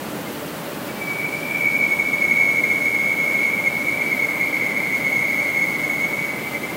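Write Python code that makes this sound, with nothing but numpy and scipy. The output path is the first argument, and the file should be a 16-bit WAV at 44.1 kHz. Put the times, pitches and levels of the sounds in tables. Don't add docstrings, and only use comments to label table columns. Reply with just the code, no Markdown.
import sys
import numpy as np
from scipy import signal
from scipy.fft import rfft, irfft, next_fast_len
from scipy.io import wavfile

SR = 44100
rng = np.random.default_rng(int(sys.argv[2]) if len(sys.argv) > 2 else 0)


def to_wav(s):
    ch = np.atleast_2d(s).T
    pcm = np.round(np.clip(ch, -1, 1) * 32767)
    wavfile.write(sys.argv[1], SR, pcm.astype(np.int16))


N = 298116
TIME = np.arange(N) / SR

# frequency in Hz, relative spectral density in dB.
RUMBLE_SPECTRUM = [(20, -44), (55, -32), (100, -15.5), (130, -3.5), (215, -1.5), (300, -0.5), (390, -4.5),
                   (570, -4), (700, -8), (1250, -11), (2000, -14), (3200, -18.5), (5000, -28.5),
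                   (16000, -28.5)]
HISS_SPECTRUM = [(500, -3), (3000, -11), (4300, 1), (5600, -4), (8000, -4.5), (11500, -4), (14000, 0),
                 (16000, 1)]
# frequency in Hz, level in dB.
DRIVE_TONES = [(81.9, -56), (163.5, -48), (212, -46.5), (299.8, -45), (415.5, -62), (583, -50),
               (588.5, -45.5), (830.5, -53.5), (901, -56), (1387, -63)]
# centre in seconds, pitch in Hz, level in dB, half-width in seconds.
TOUCH_CHIRPS = [(0.276, 2100, -34.5, 0.01), (0.902, 2280, -35, 0.017), (0.97, 2300, -41, 0.021),
                (1.235, 2050, -40, 0.028)]
# centre in seconds, crest of the friction gain in dB.
PAD_GRABS = [(1.024, 2), (1.107, 2), (1.342, 6.5), (1.501, 3), (1.664, 4), (1.751, 7), (1.841, 6),
             (1.926, 5), (2.003, 6.5), (2.239, 7), (2.321, 4.5), (2.715, 2.5), (2.872, 4.5), (3.523, 4.5),
             (3.678, 9), (3.903, 4.5), (4.129, 8.5), (4.239, 8), (4.964, 5), (5.575, 4.5), (5.63, 4),
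             (5.853, 5), (6.041, 5), (6.47, 10), (6.561, 11.5), (6.647, 8.5)]
# moment of the catch in seconds, dip before it in dB, dip length in seconds.
PAD_SLIPS = [(1.328, -8, 0.034), (1.608, -12, .018), (1.993, -6, .035), (2.051, -3, 0.014),
             (2.132, -6, .02), (2.21, -10, 0.021), (2.311, -7, .012), (2.634, -14, .014), (3.17, -6, 0.055),
             (4.193, -5, .02), (4.286, -7, .02), (4.559, -4, .015), (4.643, -2, .015), (5.221, -4, 0.019),
             (5.533, -7, .02), (5.893, -11, 0.011), (6.625, -7, 0.032)]
# time in seconds, roughness from 0 to 1, overtone lift in dB.
PAD_BITE = [(1, .6, 1), (1.7, .3, 1), (2.6, 0.49, 1.5), (3.2, 0.42, 0.5), (3.8, 1, 0), (5.3, 0.97, 3),
            (6.2, .62, 4), (6.7, 0.42, 5)]
# time in seconds, pressure from 0 to 1.
HAND_PRESSURE = [(1, 0), (1.25, .45), (1.65, 0.53), (2, .77), (2.8, 0.99), (5.5, .97), (6.1, .75),
                 (6.5, 0.25), (6.76, 0.08)]
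# time in seconds, level in dB before the friction gain.
CLEAR_LEVEL = [(.97, -50), (1.02, -23.5), (1.25, -25), (1.42, -33), (1.58, -24), (1.66, -19), (2.08, -21.5),
               (2.4, -16), (2.7, -18.5), (3.45, -18.5), (3.75, -25), (4.3, -21), (4.9, -22), (5.55, -19.5),
               (5.8, -24), (6.22, -21.5), (6.36, -30.5), (6.76, -39)]
# time in seconds, offset from CLEAR_LEVEL in dB.
UPPER_OFFSET = [(1.05, -32), (1.22, -0.5), (1.5, 3.5), (1.7, -1.5), (3.4, -4), (3.8, 1.5), (5, -7.5),
                (5.35, -4.5), (5.9, -12.5), (6.76, -11)]
# centre in Hz, bandwidth in Hz, gain in dB.
SECOND_RESONANCE = (4380, 240, -33.5)
THIRD_RESONANCE = (6540, 250, -29)


def undb(db):
    return 10 ** (np.asarray(db) / 20)


def unit(x):
    return x / np.sqrt(np.mean(np.abs(x) ** 2))


def curve(table, column=1):
    points = np.transpose(table)
    return np.interp(TIME, points[0], points[column])


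def bump(centre_s, half_width_s):
    return np.exp(-((TIME - centre_s) / half_width_s) ** 2)


def wander(hz):
    size = next_fast_len(N)
    f = np.arange(size // 2 + 1) * SR / size
    spectrum = rfft(rng.standard_normal(size)) * np.exp(-.5 * (f / hz) ** 2)
    return unit(irfft(spectrum, size)[:N])


def resonate(x, hz, width_hz, db):
    return undb(db) * signal.lfilter(*signal.iirpeak(hz, hz / width_hz, fs=SR), x)


def restless_noise(colour, flicker_db, flicker_hz, octaves=9):
    size = next_fast_len(N)
    f = np.maximum(np.arange(size // 2 + 1) * SR / size, 1)
    hz, db = np.transpose(colour)
    spectrum = rfft(rng.standard_normal(size)) * undb(np.interp(np.log(f), np.log(hz), db))
    octave = np.clip(np.floor(np.log2(SR / 2 / f)), 0, octaves - 1)
    bands = (irfft(spectrum * (octave == k), size)[:N] for k in range(octaves))
    return unit(sum(band * undb(flicker_db * wander(flicker_hz)) for band in bands))


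def machinery_rumble():
    return undb(-30) * restless_noise(RUMBLE_SPECTRUM, flicker_db=0.55, flicker_hz=18)


def film_hiss():
    return undb(-39) * restless_noise(HISS_SPECTRUM, flicker_db=1.04, flicker_hz=11)


def drive_hum(drift_hz=1.376, waver_db=2.0):
    hum = np.zeros(N)
    for hz, db in DRIVE_TONES:
        amplitude = np.sqrt(2) * undb(db + waver_db * wander(8.3))
        phase = 2 * np.pi * np.cumsum(hz + drift_hz * wander(5.16)) / SR
        hum += amplitude * np.sin(phase)
    return hum


def touch_chirps():
    return sum(np.sqrt(2) * undb(db) * bump(s, half_width_s) * np.sin(2 * np.pi * hz * TIME)
               for s, hz, db, half_width_s in TOUCH_CHIRPS)


def slip(catch_s, dip_db, dip_s, snap_s=.002, rebound_db=3, rebound_s=.014):
    caught = .5 + .5 * np.tanh((TIME - catch_s) / snap_s)
    return (1 - caught) * dip_db * bump(catch_s, dip_s) + caught * rebound_db * bump(catch_s, rebound_s)


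def friction_gain(surge_hz=18, scatter=0.24, surge_db=2, grab_s=0.018, slack_delay_s=0.034):
    cycles = np.cumsum(surge_hz * (1 + scatter * wander(3.1))) / SR
    held = np.minimum(sum(bump(s, 1 / surge_hz) for s, _ in PAD_GRABS), 1)
    chatter = surge_db * np.cos(2 * np.pi * cycles) * (1 - held)
    grabs = sum(db * (bump(s, grab_s) - 1.18 * bump(s + slack_delay_s, half_width_s=0.0073))
                for s, db in PAD_GRABS)
    slips = sum(slip(*row) for row in PAD_SLIPS)
    return undb(chatter + grabs + slips)


def lower_mode_db(awake_s=4.036, rise_s=0.24, crest_s=4.9, fade_db_per_s=3):
    rise_db = np.interp(TIME, [awake_s - rise_s, awake_s, crest_s], [-55, -29.5, -24.5])
    return rise_db - fade_db_per_s * np.maximum(TIME - crest_s, 0)


def mode(pitch_hz, db, roughness, jitter_hz, jitter_rate_hz, rasp, spread_hz):
    phase = 2 * np.pi * np.cumsum(pitch_hz + roughness * jitter_hz * wander(jitter_rate_hz)) / SR
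    blur = rasp * roughness ** 1.2
    shake = unit(wander(spread_hz) + 1j * wander(spread_hz))
    swing = (1 + blur * shake) / np.sqrt(1 + blur ** 2)
    swing = unit(swing / np.sqrt(1 + 0.034 * np.abs(swing) ** 2))
    started = TIME >= CLEAR_LEVEL[0][0]
    return swing * np.exp(1j * phase) * undb(db) * started


def roll_squeal(clear_sag_hz=124, upper_sag_hz=115, lower_sag_hz=8, waver_hz=4.03):
    friction = friction_gain()
    pressure, clear_db = curve(HAND_PRESSURE), curve(CLEAR_LEVEL)
    upper_db = clear_db + curve(UPPER_OFFSET)
    roughness, lift_db = np.clip(curve(PAD_BITE), 0, 1), curve(PAD_BITE, 2)
    clear = friction * mode(2299.5 - clear_sag_hz * pressure, clear_db, roughness,
                            jitter_hz=7.3, jitter_rate_hz=25.7, rasp=0.92, spread_hz=31.3)
    upper = friction ** 0.4 * mode(2375.7 - upper_sag_hz * pressure, upper_db, roughness,
                                   jitter_hz=24.15, jitter_rate_hz=46.4, rasp=3.4, spread_hz=51)
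    lower = friction ** 0.5 * mode(2100 - lower_sag_hz * pressure, lower_mode_db(), roughness,
                                   jitter_hz=18.3, jitter_rate_hz=37, rasp=3.8, spread_hz=57)
    waver = np.exp(2j * np.pi * np.cumsum(waver_hz * wander(7)) / SR)
    motion = (clear + upper + lower) * waver
    phasor = np.exp(1j * np.angle(motion))
    second = roughness * resonate(np.real(motion * phasor), *SECOND_RESONANCE)
    third = resonate(np.real(motion * phasor * phasor), *THIRD_RESONANCE)
    return np.real(motion) + undb(lift_db) * (second + third)


def scene():
    return (machinery_rumble() + film_hiss() + roll_squeal() + touch_chirps() + drive_hum())[None]


def record(dry, bass_hz=45, top_hz=15750):
    thinned = signal.sosfilt(signal.butter(2, bass_hz, "highpass", fs=SR, output="sos"), dry)
    return signal.sosfilt(signal.ellip(12, .1, 80, top_hz, fs=SR, output="sos"), thinned)


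dry = scene()
out = record(dry)
to_wav(out)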